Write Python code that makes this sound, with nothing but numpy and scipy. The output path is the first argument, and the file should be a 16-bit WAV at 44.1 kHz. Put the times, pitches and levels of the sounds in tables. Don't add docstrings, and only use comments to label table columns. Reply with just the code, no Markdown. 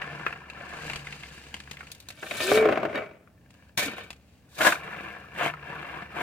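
import sys
import numpy as np
from scipy import signal
from scipy.fft import rfft, irfft, next_fast_len
from scipy.io import wavfile
from scipy.ndimage import uniform_filter1d

SR = 44100
rng = np.random.default_rng(int(sys.argv[2]) if len(sys.argv) > 2 else 0)


def bounce(signal):
    frames = np.transpose(np.atleast_2d(signal))
    limited = np.clip(frames, -1, 1)
    pcm = np.round(limited * 32767).astype(np.int16)
    wavfile.write(sys.argv[1], SR, pcm)


N = 274302
TIME_S = np.arange(N) / SR

# (time [s], stones [dB], grit [dB], hold [s], rise [s], fall [s])
PUSHES = [(0.0, -40, -74, 0.15, .05, 0.72), (0.58, -42, -66, 0.038, 0.11, 0.6),
          (0.73, -42, -77, 0.16, 0.16, 0.42), (4.59, -31.5, -34, 0.14, .02, 0.049),
          (4.662, -33, -21, 0.0054, 0.079, 0.072), (4.84, -39, -55.5, 0.22, 0.25, 0.48),
          (5.41, -25, -39.5, .06, 0.07, 0.058), (5.69, -39, -58.5, 0.33, 0.22, 0.13),
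          (6.2, -28.5, -45, 0.084, 0.097, .1)]
# (time [s], stones [dB], grit [dB], hold [s], rise [s], fall [s])
TRICKLES = [(0.0, -49, -68, 0.32, .05, 0.19), (0.715, -60, -64.5, 0.11, 0.37, 0.068),
            (0.87, -49.5, -55, 0.023, 0.21, 0.32), (1.084, -55, -62.5, 0.28, 0.11, 0.97),
            (1.74, -58.5, -69, 0.15, 0.052, 0.19), (3.58, -64, -81, 0.11, 0.38, .1),
            (4.283, -86, -80, 0.11, 0.59, 0.17)]
# (frequency [Hz], level [dB])
LIGHT_SPECTRUM = [(88, -15.5), (150, 2), (224, -6), (400, -3), (522, 0), (568, -4.5), (832, -2.5),
                  (905, -2.5), (1470, -4.5), (1620, 7), (1910, -13), (2410, -6.5), (3420, -19), (5280, -21),
                  (8000, -43), (10400, -88), (17600, -120)]
HARD_SPECTRUM = [(30, -61), (100, -25.5), (230, -15.5), (330, -7.5), (430, -13.5), (560, -3.5), (720, -3.5),
                 (820, -22.5), (1000, -7.5), (1750, -5), (1950, -6.5), (3100, -8), (4130, -29), (8000, -38),
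                 (16000, -45)]
# (frequency [Hz], width [Hz], gain [dB])
BURIED_MODES = [(580, 27, 8), (1236, 260, -4.5), (1490, 29, 2.5), (1776, 38, 13), (2343, 54, 12.5),
                (2804, 170, 12.5)]
PRESSED_MODES = [(548, 15, 3), (763, 21, 2.5), (865, 81, 14.5), (1056, 9.3, -10.5), (1450, 45, -30),
                 (1630, 49, -2), (2140, 37, 6)]
def grinding(strokes, rate_hz, spread_db, gain_db, hard_db):
    rasp = contacts(rate_hz, spread_db, slip_s=0.001, bed=0.72)
    force = stone_envelope(strokes)
    hardness = force ** 2 / (force ** 2 + amp(hard_db) ** 2)
    light = unit_rms(colour(rasp, LIGHT_SPECTRUM, BURIED_MODES))
    hard = unit_rms(colour(rasp, HARD_SPECTRUM, PRESSED_MODES))
    return amp(gain_db) * force * (np.sqrt(1 - hardness) * light + np.sqrt(hardness) * hard)


# (time [s], level [dB], pitch [Hz], t60 [s])
JABS = [(3.774, -20, 2000, 0.37), (3.816, -26.5, 1720, 0.12), (3.98, -26.5, 587, 0.043),
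        (4.584, -17.5, 654, 1), (4.604, -10.5, 1540, 0.23), (4.646, -7, 1530, 0.12),
        (4.664, -4, 1670, 0.093)]
# (frequency [Hz], width [Hz], gain [dB])
CUP_MODES = [(570, 69, 4.5), (1056, 35, 10.5)]
def jabs():
    hits = [(s, db, hz, -19.5, t60_s) for s, db, hz, t60_s in JABS]
    return blows(hits, HARD_SPECTRUM, PRESSED_MODES + CUP_MODES, ring_db=11.5, q=7.9, overtone=2.66,
                 rise_s=0.003, body_db=-10, crack_db=-7.5, glassy_db=-25)


# (time [s], level [dB], pitch [Hz])
CLACKS = [(0.017, -20, 1780), (0.264, -12, 1560), (0.326, -23.5, 1650), (0.499, -33, 2680),
          (0.898, -24.5, 2520), (0.933, -28, 2800), (0.958, -29.5, 3010), (1.069, -28, 2260),
          (1.124, -29, 2520), (1.233, -30, 2157), (1.541, -30.5, 3120), (1.601, -40.5, 3310),
          (1.674, -35.5, 1640), (1.711, -36.5, 3450), (1.769, -34.5, 2200), (1.806, -27, 1400),
          (1.869, -43, 2920), (1.916, -50.5, 4580), (2.001, -62, 4900), (2.086, -45.5, 4070),
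          (2.103, -40.5, 3456), (2.228, -24.5, 1670), (2.31, -22, 2400), (3.274, -45.5, 1420),
          (3.505, -56, 3420), (3.54, -60, 3530), (4.104, -37, 3430), (4.722, -10, 1480),
          (4.876, -28.5, 1210), (5.537, -23.5, 1320)]
# (frequency [Hz], level [dB])
STONE_SPECTRUM = [(40, -31), (150, -18.5), (500, 0), (1200, -1), (2800, -3.5), (4000, -9.5), (7000, -26),
                  (16000, -17)]
def clacks(hop_s=0.025, hop_db=-12, t60_s=0.036):
    hits = []
    for s, db, hz in CLACKS:
        treble_db = -43 + 31 * np.log2(hz / 1561)
        times_s = s + hop_s * np.cumsum([0, *rng.uniform(0.5, 1.5, 2)])
        hits += [(at_s, db + hop * hop_db, hz, treble_db, t60_s) for hop, at_s in enumerate(times_s)]
    return blows(hits, STONE_SPECTRUM, [], ring_db=29.5, q=6.6, overtone=1.61,
                 rise_s=0.00066, body_db=-8.5, crack_db=7.5, glassy_db=-3)


# (time [s], level [dB])
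LANDINGS = [(2.228, -27), (2.313, -24), (2.402, -22.5), (2.515, -5.5), (2.573, -10.5), (2.624, -13.5),
            (2.654, -9), (2.687, -9.5), (2.723, -10.5), (2.773, -12.5), (2.83, -14.5), (2.851, -14.5),
            (2.976, -16.5)]
# (frequency [Hz], level [dB])
TUB_SPECTRUM = [(41, -51), (70, -20.5), (113, -14.5), (152, -7.5), (363, -8.5), (393, -2), (460, -5.5),
                (620, 2), (835, -17), (1340, -8), (1840, -14), (2340, -13.5), (4000, -33), (8000, -49),
                (10400, -76), (17600, -120)]
# (frequency [Hz], width [Hz], gain [dB])
WALL_MODES = [(312, 52, 15.5), (575, 8.5, -12), (654, 40, 0), (767, 10, 33), (1470, 42, 4)]
FLOOR_MODES = [(152, 42, 9.5)]
def landings():
    tub_hits = [(s, db, 580, -81, 0.064) for s, db in LANDINGS]
    thuds = blows(tub_hits, TUB_SPECTRUM, WALL_MODES + FLOOR_MODES, ring_db=15, q=1.1, overtone=1.5,
                  rise_s=0.00043, body_db=-9, crack_db=-7, glassy_db=-42)
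    stone_hits = [(s, db, 1400, -37.5, 0.049) for s, db in LANDINGS]
    knocks = blows(stone_hits, STONE_SPECTRUM, [], ring_db=21, q=2.1, overtone=1.65,
                   rise_s=0.00085, body_db=-15, crack_db=-1.5, glassy_db=-9)
    return thuds + knocks


# (time [s], stones [dB], grit [dB], hold [s], rise [s], fall [s])
POUR = [(2.235, -52, -60, 0.05, .08, 0.13), (2.43, -39.5, -41, 0.14, 0.19, 0.056),
        (2.52, -28, -69, .21, 0.044, 0.26), (2.955, -28.5, -67.5, 0.0033, 0.1, 0.15)]
def tumbling(rate_hz, spread_db, gain_db):
    rolling = contacts(rate_hz, spread_db, slip_s=0.0054, bed=0.061)
    return amp(gain_db) * stone_envelope(POUR) * unit_rms(colour(rolling, TUB_SPECTRUM))


# (time [s], stones [dB], grit [dB], hold [s], rise [s], fall [s])
SKIDS = [(3.776, -28.5, -33.5, 0.0049, 0.0027, 0.076), (3.825, -29, -40.5, 0.0034, 0.021, 0.075),
         (3.87, -37, -62, 0.021, 0.026, 0.19), (3.99, -44.5, -67, 0.044, 0.092, 0.069)]
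# (frequency [Hz], level [dB])
SLIDE_SPECTRUM = [(59, -33), (100, -4.5), (204, -9), (259, -11.5), (434, -3.5), (581, -2), (809, -9),
                  (1560, -3.5), (1950, -20.5), (2430, -3.5), (3320, -10), (8000, -36), (10400, -75),
                  (17600, -120)]
# (frequency [Hz], level [dB], t60 [s])
BLADE_MODES = [(1430, -46, 0.145), (1553, -12.5, 0.19), (1810, -2, 0.077), (2060, -26, 0.69),
               (2276, -7, 0.35), (2430, -16, 0.51), (2870, -17, 0.2), (3060, -16.5, 0.089),
               (3770, -10, 0.077), (4500, -17, 0.059)]
def sliding(force, rate_hz, spread_db, ring_db, gain_db, width_hz=22):
    modes = [(hz, width_hz, db + ring_db) for hz, db, _ in BLADE_MODES]
    scrape = contacts(rate_hz, spread_db, slip_s=0.0059, bed=0.55)
    return amp(gain_db) * force * unit_rms(colour(scrape, SLIDE_SPECTRUM, modes, size=4096))


# (time [s], level [dB])
BLADE_STRIKES = [(2.403, -22), (2.574, -17), (2.957, -23.5), (3.776, -19), (3.828, -22), (4.665, -35)]
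def blade_ring(gain_db):
    out, t = np.zeros((2, N)), np.arange(SR // 2) / SR
    for s, db in BLADE_STRIKES:
        for hz, mode_db, t60_s in BLADE_MODES:
            decay = amp(db + gain_db + mode_db - 60 * t / t60_s)
            add(out, s, decay * np.sin(2 * np.pi * (hz * t + rng.random((2, 1)))))
    return out


# (time [s], level [dB], top pitch [Hz], hold [s], rise [s], fall [s])
HOOTS = [(2.57, -19.5, 438, 0.091, .16, 0.089), (3.866, -35, 298, 0.0023, 0.013, 0.054)]
def hoots(waver=0.12, hz_per_db=5, onset_db=-19):
    out = np.zeros(N)
    for s, db, top_hz, *shape_s in HOOTS:
        force_db = swell_db(s, *shape_s)
        hz = np.maximum(top_hz + hz_per_db * force_db, top_hz / 2)
        gate = np.clip((force_db - onset_db) / 2, 0, 1)
        out += gate * amp(db + force_db) * wobble(waver, size=400) * tone(hz)
    return out


# (frequency [Hz], level [dB])
GRIT_SPECTRUM = [(1470, -27.5), (2500, -2.5), (2810, -12), (3690, -0.5), (3980, -5), (5150, -9.5),
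                 (9510, -11), (11700, -17), (14800, -14.5), (16000, -33)]
SIFT_SPECTRUM = [(1180, -10), (2000, -5.5), (2740, -1.5), (3400, -11), (4770, -9.5), (5300, -16.5),
                 (7640, -15.5), (15200, -32.5), (16000, -65)]
def grit(strokes, spectrum, rate_hz, spread_db, gain_db):
    skitter = contacts(rate_hz, spread_db, slip_s=0.009, bed=0.1)
    return amp(gain_db) * grit_envelope(strokes) * unit_rms(colour(skitter, spectrum))


def pebbles(force, band_hz, decay_cycles, spread_db, gain_db, count=1500, size=1100):
    low_hz, high_hz = band_hz
    when, pitch, strength, side = rng.random((count, 4)).T[:, :, None]
    t = np.arange(size) / SR
    cycles = low_hz * (high_hz / low_hz) ** pitch * t
    envelope = (1 - np.exp(-cycles)) * np.exp(-cycles / decay_cycles)
    clicks = amp(spread_db * strength) * envelope * np.sin(2 * np.pi * cycles)
    starts = (when * (N - size)).astype(int)
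    samples = (starts + np.arange(size)).ravel()
    pans = np.cos(2 * np.pi * side), np.sin(2 * np.pi * side)
    pair = np.array([np.bincount(samples, (clicks * pan).ravel(), N) for pan in pans])
    return amp(gain_db) * force * unit_rms(pair)


# (time [s], level [dB], hold [s])
FLEXES = [(0.066, -49.5, 0.17), (0.842, -48, 0.19), (1.718, -54, 0.057), (4.725, -57, .04),
          (5.443, -47, 0.074)]
def handle_hum(hz, wander):
    strain = sum(amp(db + swell_db(s, hold_s, rise_s=0.23, fall_s=0.41)) for s, db, hold_s in FLEXES)
    return strain * tone(hz * wobble(wander, size=700))


# (time [s], level [dB])
HUM_LEVELS = [(0, -60), (1.85, -56), (2.2, -80), (4.3, -63), (5.5, -61), (6.22, -55)]
def engine_hum(hz, wander):
    level_db = np.interp(TIME_S, *np.transpose(HUM_LEVELS))
    return amp(level_db) * tone(hz * wobble(wander, size=3000))


# (frequency [Hz], level [dB])
STREET_SPECTRUM = [(15, -29), (25, -44), (64, 5), (130, 3.5), (301, -3), (354, -13), (607, -10.5),
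                   (988, -21), (2410, -29.5), (4140, -32), (12500, -36.5), (14800, -36), (16000, -29)]
def street(level_db):
    return amp(level_db) * unit_rms(colour(rng.standard_normal((2, N)), STREET_SPECTRUM, size=8192))


def outdoors(x, wet_db, t60_s, echoes_per_s=2000, size=12000):
    t = np.arange(size) / SR
    echoes = rng.standard_normal((2, size)) * (rng.random((2, size)) < echoes_per_s / SR)
    tail = colour(echoes * amp(-60 * t / t60_s), [(200, 4.5), (2500, -10), (10000, -7.5)])
    tail /= np.linalg.norm(tail[0])
    return x + amp(wet_db) * signal.oaconvolve(x, tail, axes=1)[:, :N]


# (frequency [Hz], coherence [0-1])
COHERENCE = [(100, 0.94), (400, 0.95), (700, 0.56), (2000, 0.58), (4000, 0.41), (9000, 0.14), (16000, 0.14)]
def microphones(x, lag_ms, left_db):
    size = next_fast_len(N)
    left, other = rfft(x, size)
    hz = np.fft.rfftfreq(size, 1 / SR)
    coherence = at_hz(COHERENCE, hz)
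    lag_rad = 2 * np.pi * hz * lag_ms / 1000
    right = (coherence * left + np.sqrt(1 - coherence ** 2) * other) * np.exp(-1j * lag_rad)
    shadow = amp(np.outer([0.5, -0.5], left_db * hz / (hz + 250)))
    mono_gain = np.sqrt((1 + coherence * np.cos(lag_rad)) / 2)
    return irfft(shadow * np.array([left, right]) / mono_gain, size)[:, :N]


def contacts(rate_hz, spread_db, slip_s, bed):
    catches = amp(spread_db * np.minimum(rng.exponential(1, N), 3)) * (rng.random(N) < rate_hz / SR)
    power = signal.lfilter([1], [1, -np.exp(-1 / (slip_s * SR))], catches ** 2)
    power /= uniform_filter1d(power, size=2600) + 1e-6
    return np.sqrt(abs(power) + bed) * rng.standard_normal((2, N))


def blows(hits, spectrum, resonances, ring_db, q, overtone, rise_s, body_db, crack_db, glassy_db):
    # (time [s], level [dB], pitch [Hz], treble [dB], t60 [s])
    out, t = np.zeros((2, N)), np.arange(9000) / SR
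    for s, db, hz, treble_db, t60_s in hits:
        envelope = (1 - np.exp(-t / rise_s)) * amp(-60 * t / t60_s)
        chatter = envelope * rng.standard_normal((2, t.size))
        modes = [(hz, hz / q, ring_db), (hz * overtone, hz / q, ring_db - 6), *resonances]
        body = unit_rms(colour(chatter, spectrum, modes))
        glassy = 1 / (1 + amp(glassy_db - treble_db) ** 2)
        soft, bright = colour(chatter, SIFT_SPECTRUM), colour(chatter, GRIT_SPECTRUM)
        crack = unit_rms((1 - glassy) * soft + glassy * bright)
        gain = amp(db) * np.std(envelope) / envelope.max()
        add(out, s, gain * (amp(body_db) * body + amp(crack_db + treble_db) * crack))
    return out


def swell_db(s, hold_s, rise_s, fall_s):
    return -20 * (np.maximum(s - TIME_S, 0) / rise_s + np.maximum(TIME_S - s - hold_s, 0) / fall_s)


def stone_envelope(strokes):
    return np.sqrt(sum(amp(db + swell_db(s, *shape_s)) ** 2 for s, db, _, *shape_s in strokes))


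def grit_envelope(strokes):
    return np.sqrt(sum(amp(db + swell_db(s, *shape_s)) ** 2 for s, _, db, *shape_s in strokes))


def colour(x, spectrum, modes=(), size=2048):
    hz = abs(np.fft.fftfreq(size, 1 / SR))
    lift = sum(amp(db) ** 2 / (1 + (2 * (hz - mode_hz) / width_hz) ** 2)
               for mode_hz, width_hz, db in modes)
    log_gain = np.log(amp(at_hz(spectrum, hz)) * np.sqrt(1 + lift) + 1e-5)
    taps = np.fft.ifft(np.exp(np.conj(signal.hilbert(log_gain)))).real
    return signal.oaconvolve(x, taps[None], axes=1)[:, :x.shape[1]]


def at_hz(table, hz):
    table_hz, values = np.transpose(table)
    return np.interp(np.log(hz + 1), np.log(table_hz + 1), values)


def wobble(depth, size):
    return 1 + depth * unit_rms(uniform_filter1d(rng.standard_normal(N), size=size))


def tone(hz):
    return np.sqrt(2) * np.sin(2 * np.pi * np.cumsum(hz) / SR)


def add(mix, s, sound):
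    part = mix[:, round(s * SR):][:, :sound.shape[1]]
    part += sound[:, :part.shape[1]]


def amp(db):
    return 10 ** (np.asarray(db) / 20)


def unit_rms(x):
    return x / np.sqrt(np.mean(x ** 2) + 1e-20)


def scene():
    pile = grinding(PUSHES, rate_hz=400, spread_db=3.5, gain_db=-5, hard_db=-35.5)
    pile += grit(PUSHES, GRIT_SPECTRUM, rate_hz=1100, spread_db=9, gain_db=-7.5)
    pile += grinding(TRICKLES, rate_hz=58, spread_db=18, gain_db=-2, hard_db=-7)
    pile += grit(TRICKLES, SIFT_SPECTRUM, rate_hz=260, spread_db=4, gain_db=10)
    pile += sliding(stone_envelope(SKIDS), rate_hz=150, spread_db=5.5, ring_db=23, gain_db=-2.5)
    pile += grit(SKIDS, GRIT_SPECTRUM, rate_hz=550, spread_db=12, gain_db=6)
    jostle, shed = stone_envelope(PUSHES + TRICKLES), grit_envelope(TRICKLES)
    pile += pebbles(jostle, band_hz=(899.4, 2766), decay_cycles=6.9, spread_db=14, gain_db=-9.5)
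    pile += pebbles(shed, band_hz=(2830, 12000), decay_cycles=2.5, spread_db=39, gain_db=-7, count=900)
    pile += clacks() + jabs()

    stones, chips = stone_envelope(POUR), grit_envelope(POUR)
    barrow = tumbling(rate_hz=120, spread_db=-2, gain_db=-2.5)
    barrow += grit(POUR, GRIT_SPECTRUM, rate_hz=420, spread_db=4.5, gain_db=5)
    barrow += sliding(chips, rate_hz=84, spread_db=-17, ring_db=24.5, gain_db=10)
    barrow += blade_ring(gain_db=-5)
    barrow += pebbles(stones, band_hz=(520, 2350), decay_cycles=10, spread_db=41, gain_db=-20)
    barrow += pebbles(chips, band_hz=(2470, 10600), decay_cycles=5, spread_db=37, gain_db=-1.5)
    barrow += landings()

    mix = microphones(outdoors(pile, wet_db=-7.5, t60_s=0.092), lag_ms=0.071, left_db=2.5)
    mix += microphones(outdoors(barrow, wet_db=-10, t60_s=0.25), lag_ms=0.0052, left_db=2.5)
    mix += microphones(street(level_db=-58), lag_ms=0, left_db=2)
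    mix += hoots() * amp([[0.7], [-0.7]])
    return mix + handle_hum(hz=143.9, wander=0.0475) + engine_hum(hz=71, wander=0.028)


def record(dry):
    taps = signal.firwin(511, 16050, window=("kaiser", 9), fs=SR)
    return signal.oaconvolve(dry, taps[None], "same")


dry = scene()
out = record(dry)
bounce(out)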